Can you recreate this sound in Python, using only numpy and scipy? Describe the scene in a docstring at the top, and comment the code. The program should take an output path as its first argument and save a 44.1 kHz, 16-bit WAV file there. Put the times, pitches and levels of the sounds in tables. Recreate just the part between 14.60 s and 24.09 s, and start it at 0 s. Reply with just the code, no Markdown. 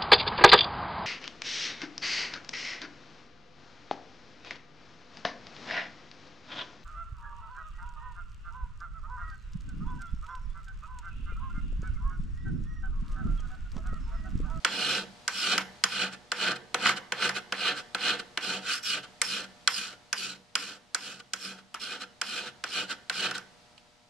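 """Filing a steel blade

A curved blade, hand-held with its tip on a wooden bench, is sharpened with a tapered file.
Most strokes land with a clack; the teeth rasp across the edge and often graze it on the way back.
The contacts ring file, blade, edge and bench. Mains hum and soft air noise fill the small workshop."""
import sys
import numpy as np
from scipy import signal
from scipy.fft import rfft, irfft
from scipy.io import wavfile

SR = 44100
rng = np.random.default_rng(int(sys.argv[2]) if len(sys.argv) > 2 else 0)


def wav_out(sig):
    """Save sig, one row per channel (or a flat mono array), as 16-bit PCM at SR to the path in sys.argv[1]."""
    wavfile.write(sys.argv[1], SR, np.round(np.clip(np.atleast_2d(sig).T, -1, 1) * 32767).astype(np.int16))


N = 418509

# air noise shape: f/Hz, level/dB
AIR_SPECTRUM = [(25, -12.5), (110, -9), (240, -9.5), (400, -19.5), (700, -14), (1500, -17), (2500, -18),
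                (4500, -18), (9000, -29.5), (12500, -41.5), (15000, -65)]
# gain of air noise and hum: t/s, level/dB
BACKGROUND_LEVEL = [(0, -57), (1.2, -57), (1.7, -61), (3.0, -58.5), (5.0, -59), (5.9, -64), (7.1, -64),
                    (8.0, -61), (9.0, -60.5), (9.49, -65.5)]
# mains harmonics: f/Hz, level/dB re air noise
HUM_PARTIALS = [(120, -19), (240, -14), (480, -14), (600, -10), (720, -11), (840, -15), (960, -16),
                (1320, -17)]
# resonances of each part: f/Hz, width/Hz, level/dB
FILE_MODES = [(2489, 91, 4.5), (2680, 39, 2.5), (2900, 190, 2.5), (3154, 136, 1), (3290, 72, 2),
              (3660, 180, -2), (4167, 290, 1)]
BLADE_MODES = [(1184.4, 49, 0), (1300, 49, -0.5), (1401, 102, 8.5), (1442, 158, 9), (1551, 130, 4),
               (1769, 25.4, -3), (2015, 260, -8.5), (2370, 51, -18)]
BENCH_MODES = [(134.3, 4.7, -2), (153, 14, -40), (190.8, 11.3, 2.5), (294, 9.3, 1), (351.7, 28, -6.5),
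               (479, 35, -0.5), (530, 16, -2.5), (617, 63, -7.5), (738, 21, -0.5), (899, 39, -4.5)]
EDGE_MODES = [(4750, 298, 3.5), (5366, 285, 3.5), (5910, 370, -1), (6600, 770, -6), (7430, 350, -2),
              (8300, 370, -5), (8830, 780, -8), (10180, 5400, -16.5), (11760, 880, -14.5),
              (14300, 760, -44)]
# file hits steel: t/s, file level/dB, then re file: blade/dB, thud and chirp drive/dB, edge/dB
FILE_KNOCKS = [(0.0474, -24, 2.5, -14, -6), (0.6783, -34, 7, -11.5, 3), (0.9789, -27.5, 3, -11, -3.5),
               (1.2379, -24, 1.5, -11, 0.5), (1.7173, -31.5, 3, -5, -3.5), (2.1437, -28.5, 2, -0.5, -6),
               (2.257, -28, 7, -30, -16), (2.2669, -31, 4, -28, -5), (2.2925, -32, 8.5, -7, -4),
               (2.521, -32, 3, -2, -7), (2.623, -34, 5, -15, -16), (2.6923, -42, 14, 3, 6.5),
               (2.9229, -31.5, 2, -3, -7.5), (3.347, -30, 0.5, -6, -10), (3.774, -30.5, 1, -8.5, -10),
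               (4.6157, -30, 4, -11.5, 4.5), (5.0746, -21.5, -0.5, -25, -3.5), (5.528, -32, 2.5, -13, 2.5),
               (5.9532, -27, -1, -17, -1.5), (6.346, -32.5, 3, -12, 3), (6.7342, -34, -1.5, -12, 1),
               (7.1428, -45.5, 9.5, -1.5, 2), (7.6141, -33, 2.5, -8, 0), (8.0387, -35.5, 2.5, -6.5, -3.5),
               (8.4968, -30.5, 0.5, -9.5, -7), (8.7106, -41.5, 6.5, -4, -1), (8.7793, -51.5, 12, 2, 7.5),
               (9.1784, -53.5, -16, -16, -12)]
# strokes: start/s, rise/s, fall/s, swell/dB, peak file drive/dB,
# drive re file (blade/dB, bench/dB, edge/dB), darkening over the stroke/dB
FILE_STROKES = [(0.059, 0.25, 0.13, 13.5, -27, -4.5, -13.5, -9.0, -6),
                (0.69, 0.227, 0.077, 14.5, -28, -2.5, -15, -9.5, 2),
                (1.254, 0.16, 0.082, 18.5, -29.5, -1.5, -16.5, -11.0, -0.5),
                (1.735, 0.12, 0.09, 22, -29.5, 1.5, -13.5, -11.0, 0),
                (2.16, 0.12, 0.055, 23, -27.5, 1.5, -14, -9, -6),
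                (2.54, 0.1, 0.075, 22, -30, 1, -14, -9.5, -8),
                (2.941, 0.14, 0.069, 17, -27.5, 0, -17, -13.5, -2.0),
                (3.38, 0.1, 0.097, 21.5, -26.5, -2, -16.5, -12, -2.5),
                (3.81, 0.12, 0.08, 5.5, -32.5, -3.0, -11.5, -9, -3.5),
                (4.02, 0.094, 0.084, 16.0, -30, -2, -22.5, -5.5, -10.5),
                (4.234, 0.094, 0.079, 8, -29.5, -5.5, -20, -8, 5),
                (4.636, 0.11, 0.095, 9, -31, -5, -16.5, -6, 0.5),
                (5.1, 0.089, 0.14, 8, -34, -7.5, -20, -4, 0.5),
                (5.55, 0.084, 0.13, 12.5, -34, -8.5, -16.5, -5, -1.0),
                (5.97, 0.075, 0.13, 5, -39.5, -4.5, -12.5, -5, -3.5),
                (6.37, 0.087, 0.14, 15, -41, -4.0, -11.5, -5, -5.5),
                (6.76, 0.11, 0.098, 12, -41.0, -3, -11, -3.5, -1.5),
                (7.202, 0.12, 0.072, 1.5, -38.5, -2, -12.5, -7.5, -2),
                (7.635, 0.11, 0.13, 10.5, -33.5, -5.0, -14.5, -8, -2),
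                (8.06, 0.12, 0.088, 17.5, -31.5, -4.5, -17, -9, -2),
                (8.515, 0.12, 0.094, 15, -30.5, -1.5, -15.5, -9.5, 0.5)]
# rows file, blade, bench, edge: swell factor, tilt over a stroke/dB, darkening factor, graze offset/dB
PART_RESPONSE = [(0.97, 2.5, -0.24, -1), (0.79, 10, 0.51, 1.5), (0.63, 11, 1.25, -14),
                 (0.94, -1.5, -1.48, -8)]
# bending tones of the file: f at tip/Hz, f at heel/Hz, width/Hz, level/dB
BENDING_MODES = [(3385, 2246, 160, -12), (5480, 3970, 185, 2.5), (7400, 6300, 130, -19),
                 (9300, 7660, 330, -12.5), (11700, 9660, 550, -17.5)]
# brushes on the return: centre t/s, width at half height/s, drive/dB
RETURN_GRAZES = [(1.012, 0.024, -39.5), (1.532, 0.025, -42), (1.917, 0.011, -35), (1.961, 0.013, -37),
                 (2.373, 0.02, -38.5), (2.766, 0.03, -31.5), (3.182, 0.038, -35.5), (3.599, 0.02, -38),
                 (4.441, 0.019, -42.5), (4.842, 0.019, -45.5), (5.332, 0.032, -52), (6.601, 0.012, -45),
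                 (6.99, 0.027, -52.5), (7.42, 0.03, -38.5), (7.872, 0.039, -43), (8.311, 0.039, -35),
                 (8.756, 0.025, -37.5), (8.784, 0.026, -50)]
# side-channel filter of nearby surfaces: f/Hz, level/dB
SIDE_SPECTRUM = [(100, -43), (300, -63), (700, -9.5), (1400, -15.5), (2400, -8), (4400, -3), (8000, 3.5),
                 (15000, -7)]
# workshop decay: f/Hz, T60/s
ROOM_DECAY = [(150, 0.5), (600, 0.66), (2000, 0.39), (5000, 0.36), (12000, 0.39)]


def from_db(db):
    """Decibels to gain."""
    return 10 ** (np.asarray(db) / 20)


def unit_energy(x):
    """Scale a response to keep the power of white noise."""
    return x / np.sqrt(np.sum(x ** 2, axis=-1, keepdims=True) + 1e-20)


def at_hz(points, hz):
    """Interpolate a table over log frequency."""
    known_hz, values = np.transpose(points)
    return np.interp(np.log(np.maximum(hz, 1)), np.log(known_hz), values)


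def coloured(x, spectrum):
    """Filter by a spectrum table."""
    size = x.shape[-1]
    hz = np.arange(size // 2 + 1) * SR / size
    return irfft(rfft(x) * from_db(at_hz(spectrum, hz)), size)


def band(x, low_hz, high_hz, order=2):
    """Butterworth band-pass."""
    return signal.sosfilt(signal.butter(order, [low_hz, high_hz], "band", fs=SR, output="sos"), x)


def through(x, response):
    """Convolve, cut to scene length."""
    return signal.oaconvolve(x, response)[:N]


def drift(rate_hz):
    """Random line segments, standard deviation 1."""
    knots = np.arange(N) * rate_hz / SR
    slow = np.interp(knots, np.arange(N // 8), rng.standard_normal(N // 8))
    return slow / slow.std()


def air_and_hum(side_db=-3.0):
    """Soft stereo air noise and the buzz of mains-fed fittings."""
    t = np.arange(N) / SR
    mid, side = coloured(rng.standard_normal((2, N)), AIR_SPECTRUM)
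    air = (mid + from_db(side_db) * side * [[1], [-1]]) / mid.std()
    hum = sum(from_db(db) * np.sqrt(2) * np.sin(2 * np.pi * (hz * t + rng.random()))
              for hz, db in HUM_PARTIALS)
    return from_db(np.interp(t, *np.transpose(BACKGROUND_LEVEL))) * (air + hum)


def ringing(modes, low_hz, high_hz):
    """Impulse response of a part: damped modes, radiated within its own band."""
    t = np.arange(SR // 8) / SR
    rings = sum((-1) ** k * from_db(db) * width_hz * np.exp(-np.pi * width_hz * t)
                * np.cos(2 * np.pi * hz * t) for k, (hz, width_hz, db) in enumerate(modes))
    return unit_energy(band(rings, low_hz, high_hz, order=3))


def impacts(response, levels_db, settle_s):
    """Per knock, a hard touch and dying rebounds; level is the rms of the first 10 ms."""
    out, t = np.zeros(N + SR), np.arange(SR // 20) / SR
    for (start_s, *_), db in zip(FILE_KNOCKS, levels_db):
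        force = rng.standard_normal(len(t)) * np.exp(-t / settle_s)
        force[0] += 6.8  # first touch
        hit = signal.fftconvolve(force, response)
        at = round(start_s * SR)
        out[at:at + len(hit)] += from_db(db) * hit / np.sqrt(np.mean(hit[:SR // 100] ** 2))
    return out[:N]


def blade_chirp(start_hz=1350, sweep_s=0.02237, decay_s=0.013):
    """Low bending waves run slower, so a knock on the thin blade chirps downward."""
    t = np.arange(SR // 20) / SR
    hz = start_hz / (1 + t / sweep_s) ** 2
    return unit_energy(np.sin(2 * np.pi * np.cumsum(hz) / SR) * np.exp(-t / decay_s) * (1 - t / t[-1]))


def knocking(file, blade, bench, edge, chirp_db=-3.5, judder_db=-7.5, thud_db=-6.5):
    """A knock rings the steel, makes the loosely held blade chirp and judder, and nudges the bench."""
    _, hit_db, *offsets_db = np.transpose(FILE_KNOCKS)
    blade_db, low_db, edge_db = hit_db + np.array(offsets_db)
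    judder = band(signal.unit_impulse(SR // 100), 954, 2440)
    out = impacts(file, hit_db, settle_s=0.00082)
    out += impacts(blade, blade_db, settle_s=0.0012)
    out += impacts(edge, edge_db, settle_s=0.0031)
    out += impacts(blade_chirp(), low_db + chirp_db, settle_s=0.000079)
    out += impacts(judder, blade_db + judder_db, settle_s=0.031)
    return out + impacts(bench, low_db + thud_db, settle_s=0.0033)


def stroke_drive(fall_db=26, contact_s=0.0098):
    """Drive of the four parts: each stroke swells and eases off while their balance tilts."""
    t, drive = np.arange(N) / SR, np.zeros((4, N))
    swell_factor, lean_db, darken_factor, _ = np.transpose(PART_RESPONSE)[:, :, None]
    for start_s, rise_s, fall_s, swell_db, file_db, *offsets_db, darken_db in FILE_STROKES:
        on = (t > start_s - contact_s) & (t < start_s + rise_s + fall_s + contact_s)
        past_peak_s = t[on] - start_s - rise_s
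        sag_db = swell_db * np.maximum(-past_peak_s / rise_s, 0) ** 1.62
        sag_db += fall_db * np.maximum(past_peak_s / fall_s, 0) ** 1.93
        tilt_db = (lean_db + darken_factor * darken_db) * past_peak_s / (rise_s + fall_s)
        contact = np.clip(np.minimum(past_peak_s + rise_s, fall_s - past_peak_s) / contact_s + 1, 0, 1)
        peak_db = file_db + np.array([0, *offsets_db])[:, None]
        drive[:, on] += contact * from_db(peak_db - swell_factor * sag_db + tilt_db)
    return drive


def contact_place(spread=0.11, pulled_stroke=9):
    """Contact along the file, 0 tip to 1 heel plus a random offset; one stroke runs in reverse."""
    times_s, places = [], []
    for k, (start_s, rise_s, fall_s, *_) in enumerate(FILE_STROKES):
        offset = spread * rng.standard_normal()
        times_s += [start_s, start_s + rise_s + fall_s]
        places += [offset + 1, offset] if k == pulled_stroke else [offset, offset + 1]
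    return np.interp(np.arange(N) / SR, np.maximum.accumulate(times_s), places)


def tooth_force(catches_per_s=9000, noise_gain=0.45, chatter_db=1.33, chatter_hz=260):
    """Teeth catch and let go, in clumps as the file chatters; rms 1."""
    catches = rng.choice([-1, 1], N) * (rng.random(N) < catches_per_s / SR)
    force = catches / catches.std() + noise_gain * rng.standard_normal(N)
    force *= from_db(chatter_db * drift(chatter_hz))
    return force / force.std()


def bending_tones(force, place):
    """Resonances that glide with the file's free length, lowest first."""
    tones = []
    for tip_hz, heel_hz, width_hz, db in BENDING_MODES:
        hz = tip_hz * (heel_hz / tip_hz) ** place
        carrier = np.exp(2j * np.pi * np.cumsum(hz) / SR)
        pole = np.exp(-2 * np.pi * width_hz / SR)
        baseband = signal.lfilter([1], [1, -2 * pole, pole * pole], force / carrier)
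        tone = (baseband * carrier).real
        tones.append(from_db(db) * tone / tone.std())
    return tones


def rasping(file, blade, bench, edge, blade_db=-2.0, bench_db=5.0, edge_db=-0.5, sheen_db=-13.0,
            tremor_db=1.0):
    """Teeth drive all four parts under an unsteady hand; light pressure lets the file sing freely."""
    drive = (stroke_drive() + graze_drive()) * from_db(tremor_db * drift(rate_hz=50))
    on_file, on_blade, on_bench, on_edge = drive
    place = contact_place()
    force = tooth_force()
    free = 0.9 * on_edge / (on_edge + on_blade + 1e-9)
    held_force = force * np.sqrt(1 - free)
    lowest, *upper = bending_tones(force, place)
    out = on_file * np.sqrt(free) * lowest + on_edge * free * sum(upper)
    out += through(held_force * on_file, file)
    out += from_db(edge_db) * through(held_force * on_edge, edge)
    out += from_db(blade_db) * through(force * on_blade, blade)
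    # light strokes: only the tooth tips skim the steel
    sheen = band(force, 9070, 13000, order=4)
    out += from_db(sheen_db) * on_edge * free ** 2 * sheen / sheen.std()
    # firm pressure couples blade to bench; a light hold passes only the lows
    lows = signal.sosfilt(signal.butter(2, 380, fs=SR, output="sos"), force)
    firm = np.clip(1.5 - 2.57 * free, 0.05, 1.1)
    bench_force = firm * force + (1 - firm) * lows
    return out + from_db(bench_db) * through(bench_force * on_bench, bench)


def graze_drive():
    """Drive of the four parts as the returning file brushes the edge: short bell curves."""
    t, drive = np.arange(N) / SR, np.zeros(N)
    for centre_s, width_s, db in RETURN_GRAZES:
        on = np.abs(t - centre_s) < 2 * width_s
        drive[on] += from_db(db) * 0.5 ** ((2 * (t[on] - centre_s) / width_s) ** 2)
    return from_db(np.array(PART_RESPONSE)[:, -1:]) * drive


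def scatter(delay_s=0.0007, decay_s=0.002):
    """Impulse response of small nearby surfaces: slightly late, stronger in the treble."""
    t = np.arange(SR // 40) / SR
    first_half = t < t[-1] / 2
    window = (t > delay_s) & first_half
    echoes = rng.standard_normal(len(t)) * np.exp(-t / decay_s) * window
    for _ in range(3):  # flatten the fine spectrum
        echoes = irfft(np.exp(1j * np.angle(rfft(echoes))), len(t)) * window
    return coloured(echoes, SIDE_SPECTRUM) * first_half


def near_surfaces(x, turn_rad=0.97, hand_rate_hz=4):
    """Direct sound plus left-right scatter off hands, vice and bench, shifting as the hands move."""
    angle = turn_rad * drift(hand_rate_hz)
    side = np.cos(angle) * through(x, scatter()) + np.sin(angle) * through(x, scatter())
    return np.array([x + side, x - side])


def off_axis(x, beam_hz=1500, width_hz=200, beamed_share=0.32):
    """The blade's flat face beams its strongest tone, so less of it spreads into the room."""
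    beamed = signal.lfilter(*signal.iirpeak(beam_hz, beam_hz / width_hz, fs=SR), x)
    return x - beamed_share * beamed


def workshop_reverb(x, wet_db=-11.5, delay_s=0.0019, tilt_db_per_decade=-2.5):
    """Diffuse stereo tail that dies sooner in the treble."""
    t, edges_hz = np.arange(SR * 3 // 4) / SR, np.geomspace(80, 16000, 9)
    noise = rng.standard_normal((3, len(t)))
    left_right = noise[:2] + noise[2]  # half correlated
    tail = 0
    for low_hz, high_hz in zip(edges_hz, edges_hz[1:]):
        hz = np.sqrt(low_hz * high_hz)
        level_db = -60 * t / at_hz(ROOM_DECAY, hz) + tilt_db_per_decade * np.log10(hz / 1000)
        tail += band(left_right, low_hz, high_hz) * from_db(level_db)
    tail = unit_energy(tail * np.clip(t / delay_s - 1, 0, 1))
    return from_db(wet_db) * np.array([through(x, channel) for channel in tail])


def scene(pan_db=0.76):
    """Filing close by and slightly right, over air noise and hum."""
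    file = ringing(FILE_MODES, 2170, 4670)
    blade = ringing(BLADE_MODES, 1200, 4000)
    bench = ringing(BENCH_MODES, 140, 1100)
    edge = ringing(EDGE_MODES, 4850, 12370)
    filing = rasping(file, blade, bench, edge) + knocking(file, blade, bench, edge)
    in_room = near_surfaces(filing) + workshop_reverb(off_axis(filing))
    return in_room * from_db([[-pan_db], [pan_db]]) + air_and_hum()


def record(dry, cutoff_hz=15400):
    """Steep elliptic low-pass."""
    return signal.sosfilt(signal.ellip(8, 0.1, 80, cutoff_hz, fs=SR, output="sos"), dry)


dry = scene()
out = record(dry)
wav_out(out)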